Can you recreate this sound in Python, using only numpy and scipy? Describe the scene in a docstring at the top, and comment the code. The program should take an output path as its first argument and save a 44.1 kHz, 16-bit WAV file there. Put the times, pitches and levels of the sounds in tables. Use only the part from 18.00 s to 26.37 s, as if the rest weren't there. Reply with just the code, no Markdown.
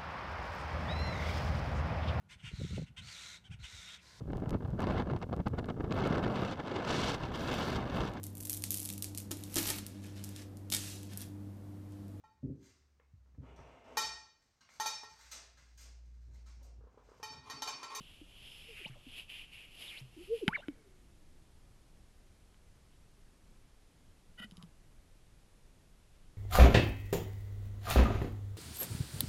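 """Open grassland on a still night, a sage grouse strutting close to a small camera's microphone.
Its wings rasp over stiff breast feathers in a run of strokes, two of which end in a squeak.
It coos, and its air sacs pop twice with a swooping whistle in between.
Later it gives a raspy gulp and three soft clucks. The land returns a faint tail,
and behind it all lie the low rumble of the night air and the microphone's hiss."""
import sys
import numpy as np
from scipy import signal
from scipy.fft import rfft, irfft, next_fast_len
from scipy.io import wavfile
from scipy.ndimage import uniform_filter1d

SR = 44100
rng = np.random.default_rng(int(sys.argv[2]) if len(sys.argv) > 2 else 0)


def bounce(signal):
    """Save signal as a 16-bit WAV file at the path given by the first command-line argument."""
    frames = np.transpose(np.atleast_2d(signal))
    limited = np.clip(frames, -1, 1)
    pcm = np.round(limited * 32767).astype(np.int16)
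    wavfile.write(sys.argv[1], SR, pcm)


N = 369116

# broad fizz of feather barbs, also used for puffs of air: frequency_hz, relative_db
FIZZ = [(200, 2.5), (700, 4.5), (1400, -1), (3000, 0.5), (4300, 5.5), (5200, 3.5), (5800, -5.5), (7000, -3),
        (9800, -3), (10800, 7), (12200, 0.5)]


def amp(db):
    """Decibels to gain."""
    return 10 ** (np.asarray(db) / 20)


def unit(x):
    """Scales to rms 1."""
    return x / np.sqrt(np.mean(x ** 2) + 1e-20)


def read(points, hz, column=1):
    """Reads one column of a table on a log-frequency axis."""
    columns = np.transpose(points)
    return np.interp(np.log(hz + 1), np.log(columns[0] + 1), columns[column])


def controls(rows):
    """Start time and the columns of a curve, sample by sample, with rounded corners."""
    times, *columns = np.transpose(rows)
    times = np.sort(times)
    t = np.arange(times[0], times[-1], 1 / SR)
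    return times[0], [uniform_filter1d(np.interp(t, times, c), size=150) for c in columns]


def add(mix, start_s, sound):
    """Mixes a sound in from start_s on."""
    part = mix[max(round(start_s * SR), 0):][:len(sound)]
    part += sound[:len(part)]


def noise(count):
    """White noise, up to the length of the scene."""
    return rng.standard_normal(N)[:count]


def colour(x, spectrum):
    """Gives x a spectrum; rms 1."""
    size = next_fast_len(len(x))
    gain = amp(read(spectrum, np.fft.rfftfreq(size, 1 / SR)))
    return unit(irfft(rfft(x, size) * gain, size)[:len(x)])


def waver(count, rate_hz):
    """Smooth random motion of rms 1."""
    return unit(signal.sosfilt(signal.butter(2, rate_hz, fs=SR, output="sos"), noise(count)))


def resonate(x, hz, width_hz):
    """A steep resonance that follows the curve hz; rms 1."""
    carrier = np.exp(2j * np.pi * np.cumsum(hz) / SR)
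    pole = np.exp(-np.pi * width_hz / SR)
    return unit((carrier * signal.lfilter([1], np.poly([pole, pole]), x / carrier)).real)


def hiss(rows, width_hz):
    """Start time and sound of a narrow noise band that follows a curve of pitch and level."""
    start_s, (hz, db) = controls(rows)
    band = resonate(noise(len(db)), hz, width_hz)
    return start_s, amp(db) * band * signal.windows.tukey(len(db), .1)


def tone(hz, db, jitter, waver_hz, airy_db):
    """A gliding, slightly unsteady tone in a band of air noise; the weaker it is, the airier."""
    count = len(hz)
    phase = 2 * np.pi * np.cumsum(hz * (1 + jitter * waver(count, waver_hz))) / SR
    airy = amp(airy_db + db / 2) * resonate(noise(count), hz, waver_hz)
    return (np.sqrt(2) * amp(db) * np.sin(phase) + airy) * signal.windows.tukey(count, .05)


def night_air(level_db=-60, swell_db=1.37):
    """The night air rumbles and swells a little under even microphone hiss."""
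    # spectrum of air and hiss: frequency_hz, relative_db
    spectrum = [(8.8, -20), (15, 2), (202, -18.5), (253, -21.5), (291, -22.5), (602, -28.5), (866, -31.5),
                (1150, -33), (12000, -42), (15600, -73), (22000, -120)]
    bed = colour(noise(N), spectrum)
    rumble = signal.sosfiltfilt(signal.butter(2, 300, fs=SR, output="sos"), bed)
    swell = amp(swell_db * waver(N, rate_hz=5.2))
    return amp(level_db) * (bed + rumble * (swell - 1))


def land_scatter(sound, level_db=-27):
    """Brush and low hills scatter back a faint, long tail."""
    # colour and decay of the tail: frequency_hz, relative_db, t60_s
    scatter = [(121, -0.5, 0.5), (403, -2, 0.77), (2200, -10.5, 1.26), (8000, -6.5, 1.1)]
    hz, t, bands = signal.stft(noise(2 * SR), SR, nperseg=512)
    band_db = read(scatter, hz)[:, None]
    t60_s = read(scatter, hz, column=2)[:, None]
    _, tail = signal.istft(bands * amp(band_db - 60 * t / t60_s), SR, nperseg=512)
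    return amp(level_db) * signal.fftconvolve(sound, tail / np.linalg.norm(tail))[:N]


def falling_echo():
    """A faint echo sinks in pitch after the pops."""
    # course of the echo: time_s, pitch_hz, level_db
    fall = [(2.74, 484, -66.5), (2.9, 373, -71), (3.3, 292, -82)]
    out = np.zeros(N)
    add(out, *hiss(fall, width_hz=51))
    return out


def gulp(pitch_hz=495, jitter=0.034, fizz_db=-7.5):
    """Uneven pulses and air ring the narrow throat, which then rasps softly between the clucks."""
    # effort of the gulp: time_s, level_db
    effort = [(6.374, -65), (6.387, -53), (6.401, -46), (6.41, -57), (6.43, -45), (6.452, -54),
              (6.472, -77)]
    # throat resonances: centre_hz, width_hz, relative_db
    resonances = [(700, 300, -12), (1410, 170, -1), (1940, 70, 2), (2490, 90, -10), (3016, 210, 3.5),
                  (3670, 70, -15)]
    # soft rasp between the clucks: time_s, pitch_hz, level_db
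    rasp = [(6.53, 1040, -71), (6.575, 1160, -77), (6.612, 1120, -66), (6.655, 1100, -73)]
    out = np.zeros(N)
    start_s, (db,) = controls(effort)
    count = len(db)
    cycles = np.cumsum(pitch_hz * (1 + jitter * waver(count, rate_hz=200))) / SR
    pulses = unit(np.diff(np.floor(cycles), prepend=0))
    croak = pulses + noise(count)
    throat = sum(amp(mode_db) * resonate(croak, np.full(count, hz), width_hz)
                 for hz, width_hz, mode_db in resonances)
    fizz = amp(fizz_db) * colour(noise(count), FIZZ)
    add(out, start_s, amp(db) * unit(throat + fizz))
    add(out, *hiss(rasp, width_hz=380))
    return out


def wings(flicks_per_s=5000, flutter_db=1, rasp_width_hz=1500, fizz_lift_db=4.5, sag_db_per_s=18):
    """Thousands of feather tips flick past the wing; each stroke swells, holds and dies away."""
    # strokes over the breast: full_speed_s, rise_s, hold_s, release_s, level_db, fizz_db, rasp_hz
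    strokes = [(.01, 0.025, 0.15, 0.21, -60.5, -11, 2960), (0.464, 0.32, 0.32, 0.36, -55, -11, 2950),
               (0.771, 0.21, 0.098, 0.072, -52, -14.5, 2630),
               (1.18, 0.16, 0.015, 0.075, -47.5, -13.5, 2910), (1.3, 0.019, 0.12, 0.08, -48.5, -16, 2790),
               (1.535, .065, 0.089, 0.19, -53.5, -15, 2700), (1.819, .13, 0.02, 0.21, -49.5, -9, 2880),
               (1.92, 0.066, 0.084, 0.032, -55.5, -8.5, 2650), (2.254, .2, 0.023, .05, -60, -7.5, 2780),
               (2.364, .12, 0.025, 0.18, -56.5, -8.5, 2840), (4.927, 0.076, .03, .1, -81, -10, 2970),
               (7.217, .1, .05, .15, -86, -10, 2970), (8.151, 0.14, .1, .15, -83, -10, 3000)]
    # thin sheen over the first long stroke: time_s, pitch_hz, level_db
    sheen = [(.37, 5200, -88), (.5, 5200, -72), (.74, 5200, -77)]
    out = np.zeros(N)
    for full_speed_s, rise_s, hold_s, release_s, db, fizz_db, rasp_hz in strokes:
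        t = np.arange(max(-2 * rise_s, -full_speed_s), hold_s + 2 * release_s, 1 / SR)
        count, centre_hz = len(t), np.full(len(t), rasp_hz)
        speed = 10 ** (np.minimum(t, 0) / rise_s - np.maximum(t - hold_s, 0) / release_s)
        sag_db = sag_db_per_s * np.clip(t, 0, hold_s)  # the wing slows while it presses
        level_db = db - sag_db + flutter_db * waver(count, rate_hz=30)
        flicks = noise(count) * (.5 + (rng.random(N)[:count] < flicks_per_s / SR))
        rasp = resonate(resonate(flicks, centre_hz, rasp_width_hz), centre_hz, rasp_width_hz)
        fizz = amp(fizz_db + fizz_lift_db) * colour(noise(count), FIZZ)
        add(out, full_speed_s + t[0], speed * amp(level_db) * (rasp + fizz))
    add(out, *hiss(sheen, width_hz=600))
    return out


def squeaks(sweep_oct_per_s2=365, sweep_s=0.1, resonance_hz=3000, loss_db_per_oct=26):
    """The wing turns and runs over ever shorter feathers: a rough squeak that shoots upward."""
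    # turns of the wing: turn_s, turn_hz, lead_in_s, lead_in_oct_per_s, level_at_resonance_db
    turns = [(.815, 1780, .05, 5, -55), (1.937, 2180, .06, -13.5, -48)]
    out = np.zeros(N)
    for turn_s, turn_hz, lead_s, glide, db in turns:
        t = np.arange(-lead_s, sweep_s, 1 / SR)
        hz = turn_hz * 2 ** (glide * np.minimum(t, 0) + sweep_oct_per_s2 * np.maximum(t, 0) ** 2)
        level_db = db - loss_db_per_oct * abs(np.log2(hz / resonance_hz))
        add(out, turn_s - lead_s, tone(hz, level_db, jitter=0.088, waver_hz=605, airy_db=-28.5))
    return out


def feather_catches(half_s=.0052, glide_oct=0.16):
    """The wing catches on a stiff feather, which chirps upward."""
    # chirps: middle_s, pitch_hz, level_db
    chirps = [(0.851, 2400, -43), (.8595, 2950, -42)]
    out = np.zeros(N)
    for middle_s, hz, db in chirps:
        u = np.arange(-1, 1, 1 / (half_s * SR))  # half lengths from the middle
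        chirp = tone(hz * 2 ** (glide_oct * u), db - 20 * u ** 2, jitter=0.018, waver_hz=600, airy_db=-29)
        add(out, middle_s - half_s, chirp)
    return out


def coos(arch_oct=0.149, edge_db=-18, edge_shape=1.8):
    """Pure low notes; each one arches in pitch and level. One short note rises quickly into the soft whistle."""
    # notes, the third being the quick rising start of the soft whistle: middle_s, half_length_s, pitch_hz,
    # level_db, glide_oct_per_half_length
    notes = [(0.698, 0.036, 466, -58.5, -.04), (0.814, 0.018, 399, -61.5, -.3),
             (0.859, 0.0069, 540, -55, .4), (2.177, .011, 329, -49.5, -0.27),
             (2.208, 0.031, 346.6, -50.5, 0.19), (2.331, .038, 466.5, -30.5, .06),
             (2.433, .017, 386, -34.5, -0.52), (2.476, .026, 407, -46, .08)]
    out = np.zeros(N)
    for middle_s, half_s, hz, db, glide in notes:
        u = np.arange(-1.5, 1.5, 1 / (half_s * SR))  # half lengths from the middle
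        pitch_hz = hz * 2 ** (glide * u - arch_oct * u ** 2)
        level_db = db + edge_db * abs(u) ** edge_shape
        coo = tone(pitch_hz, level_db, jitter=0.00093, waver_hz=80, airy_db=-36.5)
        add(out, middle_s + u[0] * half_s, coo)
    return out


def whistles(side_edge_db=-21):
    """The sacs tighten, slacken and rebound in a swoop: first soft and dull, then loud between pops."""
    # course of the swoop: after_start_s, pitch_hz, level_db
    swoop = [(0, 820, -28), (.014, 904, -49.5), (.039, 1256, -54), (.048, 1468, -36.5), (.056, 1968, -42),
             (.067, 2332, -35.5), (.075, 2172, -30), (.087, 1138, -56), (.097, 610, -55), (.115, 552, -55),
             (.132, 1150, -68), (.152, 1630, -56.5), (.184, 1320, -79)]
    # tones riding on it: base_hz, share_of_swoop_pitch, peak_after_start_s, half_length_s, level_db
    side_tones = [(620, 0.5, 0.076, 0.02, -45), (1640, 0.59, 0.056, 0.077, -61.5),
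                  (2440, .55, 0.109, 0.03, -58), (3220, 0.61, 0.1, 0.033, -62)]
    # the two whistles: start_s, gain_db, tilt_db_per_oct
    calls = [(0.862, -18, -16), (2.484, 0, 0)]
    out = np.zeros(N)
    _, (swoop_hz, swoop_db) = controls(swoop)
    t = np.arange(len(swoop_hz)) / SR
    voices = [(swoop_hz, swoop_db)]
    for base_hz, share, peak_s, half_s, db in side_tones:
        voices.append((base_hz + share * swoop_hz, db + side_edge_db * ((t - peak_s) / half_s) ** 2))
    for start_s, gain_db, tilt in calls:
        for hz, db in voices:
            level_db = db + gain_db + tilt * np.log2(hz / swoop_hz[0])
            add(out, start_s, tone(hz, level_db, jitter=.004, waver_hz=600, airy_db=-35))
    return out


def snaps(pivot_hz=3000, rise_s=0.00026, puff_db=-21, puff_t60_s=0.044):
    """Sharp cracks and clicks ring briefly in the microphone, each with a puff of air."""
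    # snaps of the sacs and clicks of the throat: start_s, level_db, brightness_db
    cracks = [(2.4795, -19.5, -5.5), (2.486, -36.5, -14.5), (2.6833, -42, -5.5), (4.544, -61, -3),
              (6.401, -54, 4), (6.445, -56, 13), (6.511, -51, 8), (6.52, -58, 8), (6.57, -51.5, 12.5),
              (6.579, -61, 10), (6.626, -48, 9), (6.636, -61, 10)]
    # microphone resonances: pitch_hz, relative_db, t60_s
    mic_modes = [(1467, -7, 0.015), (2190, 0, 0.0081), (2600, -9, 0.014), (3060, 1.5, 0.011),
                 (3800, -5.5, 0.0088), (5000, -7, 0.0063), (6930, -12.5, 0.0044), (10500, -9.5, 0.0054)]
    out, t = np.zeros(N), np.arange(SR // 30) / SR
    attack = 1 - np.exp(-t / rise_s)
    for start_s, db, bright_db in cracks:
        puff = colour(noise(len(t)), FIZZ)
        add(out, start_s, attack * amp(db + puff_db + bright_db / 2 - 60 * t / puff_t60_s) * puff)
        for k, (hz, mode_db, t60_s) in enumerate(mic_modes):
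            level_db = db + mode_db + bright_db * np.tanh(2 * np.log2(hz / pivot_hz))
            ring = (-1) ** k * np.sin(2 * np.pi * hz * t)  # neighbouring modes swing in opposite senses
            add(out, start_s, attack * amp(level_db - 60 * t / t60_s) * ring)
    return out


def air_sacs(rise_s=0.00025, sag=0.035, damping_shape=1.2, mic_low_cut_hz=85):
    """Each bounce or pop rings the air in the sacs; the pitch sags as the skin slackens."""
    # bounces and pops: start_s, level_db, pitch_hz, ring_s
    thumps = [(.007, -40, 193, 0.0042), (.214, -46, 308, 0.015), (0.86, -42.5, 182, 0.0073),
              (0.898, -44, 130, 0.032), (1.067, -46.5, 267, 0.014), (2.013, -44, 132, 0.05),
              (2.4797, -18, 199, 0.0057), (2.6841, -30.5, 302, 0.014), (6.401, -44.5, 210, 0.016),
              (6.444, -46.5, 218, 0.021), (6.521, -46.5, 184, 0.016), (6.579, -47, 176, 0.034),
              (6.634, -44.5, 176, 0.025)]
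    out, t = np.zeros(N), np.arange(SR // 6) / SR
    for start_s, db, hz, ring_s in thumps:
        phase = 2 * np.pi * np.cumsum(hz / (1 + sag * (t / ring_s) ** 2)) / SR
        envelope = (1 - np.exp(-t / rise_s)) * np.exp(-(t / ring_s) ** damping_shape)
        add(out, start_s, -amp(db) * envelope * np.sin(phase))
    # the camera's microphone thins the deep bass of the thumps
    return signal.sosfilt(signal.butter(2, mic_low_cut_hz, "highpass", fs=SR, output="sos"), out)


def scene():
    """The bird close by, its faint echo off the land and the night air, in mono."""
    feathers = wings() + squeaks() + feather_catches()
    bird = feathers + coos() + whistles() + air_sacs() + snaps() + gulp()
    return (bird + land_scatter(bird) + night_air() + falling_echo())[None]


def record(dry):
    """The small camera cuts off the highest treble."""
    lowpass = signal.firwin(801, cutoff=12200, window=("kaiser", 9), fs=SR)
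    return signal.oaconvolve(dry, lowpass[None], "same")


dry = scene()
out = record(dry)
bounce(out)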